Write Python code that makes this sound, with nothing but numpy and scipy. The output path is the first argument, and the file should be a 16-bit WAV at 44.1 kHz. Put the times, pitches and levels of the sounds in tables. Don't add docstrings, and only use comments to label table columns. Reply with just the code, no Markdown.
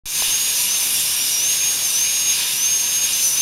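import sys
import numpy as np
from scipy import signal
from scipy.fft import rfft, irfft, next_fast_len
from scipy.io import wavfile
from scipy.ndimage import uniform_filter1d, map_coordinates

SR = 44100
rng = np.random.default_rng(int(sys.argv[2]) if len(sys.argv) > 2 else 0)


def level_to_linear(level):
    exponent = np.asarray(level, float) / 20
    return 10 ** exponent


def digitize_waveform(pressure):
    field = np.atleast_2d(pressure).T
    bounded = np.clip(field, -1, 1)
    quanta = np.round(bounded * 32767).astype(np.int16)
    wavfile.write(sys.argv[1], SR, quanta)


N = 150381
T = np.arange(N) / SR


def unit(x):
    return x / np.sqrt(np.mean(x ** 2) + 1e-20)


def along(points, hz):
    f, v = np.transpose(points)
    return np.interp(np.log(hz + 1), np.log(f + 1), v, left=-120, right=-120)


def wobble(rate):
    return map_coordinates(rng.standard_normal(int(N * rate / SR) + 4), [T * rate])


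def filtered(x, response):
    m = next_fast_len(N + SR // 2)
    return irfft(rfft(x, m) * response(np.fft.rfftfreq(m, 1 / SR)), m)[..., :N]


def rush(response, patchy_db):
    z = signal.stft(rng.standard_normal(N), nperseg=512)[2]
    field = rng.standard_normal(z.shape)
    field = uniform_filter1d(uniform_filter1d(field, 8, 0), 12, 1)
    patchy = signal.istft(z * level_to_linear(patchy_db * unit(field)), nperseg=512)[1][:N]
    return unit(filtered(patchy, response))


# (time [s], level [dB], decay [s])
THUMPS = [
    (.036, -49, 0.12),
    (0.057, -29, 0.014),
    (0.22, -24, .002),
    (.281, -31, .008),
]


def thumps():
    total = np.zeros(N)
    for s, db, decay in THUMPS:
        u = np.clip(T - s, 0, None)
        total = total - level_to_linear(db) * np.exp(-u / decay) * (1 - np.exp(-u / 0.0014))
    return total


WAKE_S, WAKE_DB, WAKE_RISE_S = 0.056, -10.5, 0.12


def waking_gain():
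    remaining = np.clip(1 - (T - WAKE_S) / WAKE_RISE_S, 0, 1)
    return (T > WAKE_S) * level_to_linear(WAKE_DB * remaining)


# (time [s], turbine speed [Hz], whine level [dB])
STROKES = [
    [(.05, 6420, -29), (.13, 6340, -29), (.19, 6350, -26), (.285, 6180, -28), (.35, 6490, -20.5),
     (.42, 6655, -25), (.52, 6600, -26.5), (.58, 5940, -31)],
    [(.635, 5620, -36), (.68, 5900, -27), (.745, 6370, -24), (.82, 6130, -28), (.88, 5800, -36),
     (.935, 5630, -42)],
    [(.975, 5620, -23), (1.03, 5580, -35), (1.09, 5520, -34.5), (1.155, 5610, -31), (1.205, 5665, -25.5),
     (1.235, 5740, -34), (1.27, 5750, -28), (1.32, 5810, -31)],
    [(1.368, 5570, -22), (1.405, 5950, -19), (1.47, 6350, -21), (1.535, 6570, -22.5), (1.62, 6385, -23.5),
     (1.69, 6530, -18.5), (1.74, 6530, -28), (1.82, 6560, -25), (1.885, 6130, -21.5)],
]
# (time [s], turbine speed [Hz], whine level [dB])
LATER_STROKES = [
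    [(1.94, 5920, -23.5), (2.02, 6350, -19.5), (2.11, 6520, -21.5), (2.3, 6487, -18.5), (2.37, 6410, -29),
     (2.47, 6000, -27.5), (2.515, 5845, -42), (2.55, 5780, -29)],
    [(2.59, 5910, -27.5), (2.64, 6240, -20), (2.69, 6420, -20), (2.79, 6453, -22.5), (2.85, 6340, -24),
     (3.05, 6500, -19.5), (3.085, 6410, -40), (3.115, 6200, -42)],
    [(3.135, 6180, -21), (3.19, 6310, -21), (3.27, 6050, -23.5), (3.345, 6010, -19.5), (3.37, 6050, -25),
     (3.41, 6360, -12.5)],
]
INERTIA_S, JITTER_HZ = .028, 10.1
FREE_HZ, STALL_HZ = 6600, 5670


def rotor():
    s, hz, db = np.transpose(np.concatenate([*STROKES, *LATER_STROKES]))
    size = int(INERTIA_S * SR)
    hz = np.interp(T, s, hz)
    hz = uniform_filter1d(uniform_filter1d(hz, size), size)
    turn = 2 * np.pi * np.cumsum(hz + JITTER_HZ * wobble(150)) / SR
    load = np.clip((FREE_HZ - hz) / (FREE_HZ - STALL_HZ), 0, 1)
    return turn, np.interp(T, s, db), load


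# (time [s], depth [dB])
BREAKS = [(.225, 9), (.385, 11), (.475, 9), (.93, 8), (1.04, 9), (1.15, 8), (1.235, 9), (1.555, 8),
          (1.875, 4), (1.92, 8), (2.825, 12), (2.91, 4), (3.364, 10)]
BREAK_S = 0.0085
OCTAVE_DB, OCTAVE_LOAD_DB, FLUTTER_DB = -34, .5, 3


def whine(turn, db, load):
    choke_db = sum(depth * np.exp(-((T - s) / BREAK_S) ** 2) for s, depth in BREAKS)
    tone_db = db - choke_db + FLUTTER_DB * load * wobble(45) + 1.37 * wobble(30.08)
    octave_db = .35 * db + OCTAVE_DB + OCTAVE_LOAD_DB * load + 1.4 * wobble(22.2)
    return np.sqrt(2) * (level_to_linear(tone_db) * np.sin(turn) + level_to_linear(octave_db) * np.sin(2 * turn))


# (time [s], pressure as level of hiss [dB])
PRESSURE = [(0.25, -22), (0.35, -23.5), (0.55, -22.5), (0.56, -21), (0.73, -24), (0.92, -20.5),
            (1.67, -24.5), (1.9, -23), (2.21, -26.5), (2.57, -22), (2.66, -26.5), (3.06, -25.5), (3.3, -21),
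            (3.41, -26.5)]
# (frequency [Hz], level [dB])
GRIND = [(4000, -41), (5500, 0.5), (8800, 1.5), (11000, 1.5), (12600, -5), (13500, -2), (16000, -18)]
PRESSURE_GROWS, GRIND_DB = 1.73, -26.5
SCRAPE_DB, SCRAPE_HZ = -2.5, 896


def grinding(turn, load):
    s, press = np.transpose(PRESSURE)
    press_db = PRESSURE_GROWS * (np.interp(T, s, press) - press.mean())
    grind_db = GRIND_DB + press_db + 0.52 * wobble(15)
    grind = level_to_linear(grind_db) * rush(lambda f: level_to_linear(along(GRIND, f)), patchy_db=3.0)
    scrape_db = GRIND_DB + SCRAPE_DB + 1.25 * press_db - 7.4 * (1.5 - load)
    return grind + level_to_linear(scrape_db) * wobble(SCRAPE_HZ) * np.sin(2 * turn)


# (time [s], level [dB])
FLOW = [(0.3, -24.5), (0.32, -26), (2.17, -27.5), (2.27, -28), (2.4, -24.5), (2.69, -27.5), (3.19, -26),
        (3.23, -30), (3.37, -28.5), (3.41, -26)]
# (frequency [Hz], width [Hz], level [dB])
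TUBE = [(1013, 129, -9.5), (1646, 290, -12), (2454, 270, -0.5), (2836, 485, 0.5), (3430, 176, 0),
        (3740, 370, 1.5), (4340, 470, -7), (4930, 420, 0)]


def suction():
    s, db = np.transpose(FLOW)

    def pipe(f):
        power = sum(level_to_linear(g) ** 2 / (1 + (2 * (f - c) / w) ** 2) ** 1.5 for c, w, g in TUBE)
        return np.sqrt(power)

    flow_db = np.interp(T, s, db) - 0.5 + 0.83 * wobble(14) + 0.53 * wobble(45)
    return level_to_linear(flow_db) * rush(pipe, patchy_db=0.92)


# (frequency [Hz], level [dB])
SPRAY = [(1800, -48), (2400, -13.5), (5500, 0.5), (7000, -1), (9000, 1), (11000, 0), (13500, -9.5),
         (15700, -12)]
SPRAY_DB = -23.5


def spray():
    mist_db = SPRAY_DB + 0.31 * wobble(2.88) + 0.79 * wobble(20)
    return level_to_linear(mist_db) * rush(lambda f: level_to_linear(along(SPRAY, f)), patchy_db=0.5)


# (frequency [Hz], level [dB])
HUM = [(13, -37), (22, -6), (92, -5.5), (140, -3.5), (529, -5.5), (1040, -5), (1210, -5.5), (1920, -5.5),
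       (2200, -5.5), (2860, -17), (4840, -120)]
HUM_DB = -40.5
HUM_MODE_HZ, HUM_MODE_WIDTH_HZ, HUM_MODE_DB = 145, 28, 5.5


def clinic():
    def hum(f):
        mode_db = HUM_MODE_DB / (1 + (2 * (f - HUM_MODE_HZ) / HUM_MODE_WIDTH_HZ) ** 2)
        return level_to_linear(along(HUM, f) + mode_db)

    return level_to_linear(HUM_DB) * rush(hum, patchy_db=0.8)


def room(x, t60):
    t = T[:SR // 2]
    tail = rng.standard_normal(len(t)) * level_to_linear(-60 * t / t60)
    return signal.fftconvolve(x, tail / np.linalg.norm(tail))[:N]


NOTCH_HZ, NOTCH_WIDTH_HZ, NOTCH_DEPTH = 7870, 587, 0.92


def housing(x):
    return filtered(x, lambda f: 1 - NOTCH_DEPTH / (1 + (2 * (f - NOTCH_HZ) / NOTCH_WIDTH_HZ) ** 2))


CLICK_S, CLICK_DB, CLICK_HZ, CLICK_WIDTH_S = .2233, -17, 850, 0.00069


def click():
    u = T - CLICK_S
    return level_to_linear(CLICK_DB) * np.exp(-(u / CLICK_WIDTH_S) ** 2) * np.cos(2 * np.pi * CLICK_HZ * u)


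# (time [s], half length [s], level [dB])
CHATTER = [
    (0.567, .05, -30),
    (0.847, .04, -29),
    (1.345, .035, -31),
]
CHATTER_HZ = 270


def chatter(turn):
    skips = sum(level_to_linear(g) * np.cos(np.pi / 2 * np.clip((T - s) / half, -1, 1)) for s, half, g in CHATTER)
    return np.sqrt(2) * skips * np.sin(turn + 2 * np.pi * CHATTER_HZ * T)


# (time [s], low edge [Hz], high edge [Hz], level [dB])
STRAYS = [(1.232, 5600, 7500, -27), (1.232, 10300, 12500, -30), (1.278, 4600, 5800, -31),
          (1.371, 13000, 14830, -38), (1.51, 6930, 8360, -37), (1.789, 14700, 15700, -44),
          (3.229, 6850, 8370, -35), (3.229, 9600, 13000, -28)]
STRAY_S = .046


def strays():
    total = np.zeros((2, N))
    for s, lo_hz, hi_hz, db in STRAYS:
        hiss = unit(filtered(rng.standard_normal(N), lambda f: (f > lo_hz) * (f < hi_hz)))
        envelope = np.cos(np.pi * np.clip((T - s) / STRAY_S, -.5, .5))
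        total = total + level_to_linear(db) * hiss * envelope * [[1], [-1]]
    return total


ROOM_DB, ROOM_T60 = -14, .2
NEAR_DB, NEAR_T60 = -7.5, 0.16


def scene():
    turn, db, load = rotor()
    tone = whine(turn, db, load) + chatter(turn)
    grind = grinding(turn, load)
    roar = suction()
    roar = (roar + level_to_linear(NEAR_DB) * room(roar, NEAR_T60)) / np.sqrt(1 + level_to_linear(NEAR_DB) ** 2)
    mono = tone + level_to_linear(ROOM_DB) * room(tone, ROOM_T60) + roar + grind + spray() + clinic()
    return np.array([mono, mono])


def low_pass(x):
    return signal.sosfilt(signal.butter(12, 15720, fs=SR, output="sos"), x)


def record(dry):
    x = housing(dry) * waking_gain()
    mix = x + thumps() + click() + strays()
    return low_pass(mix)


dry = scene()
out = record(dry)
digitize_waveform(out)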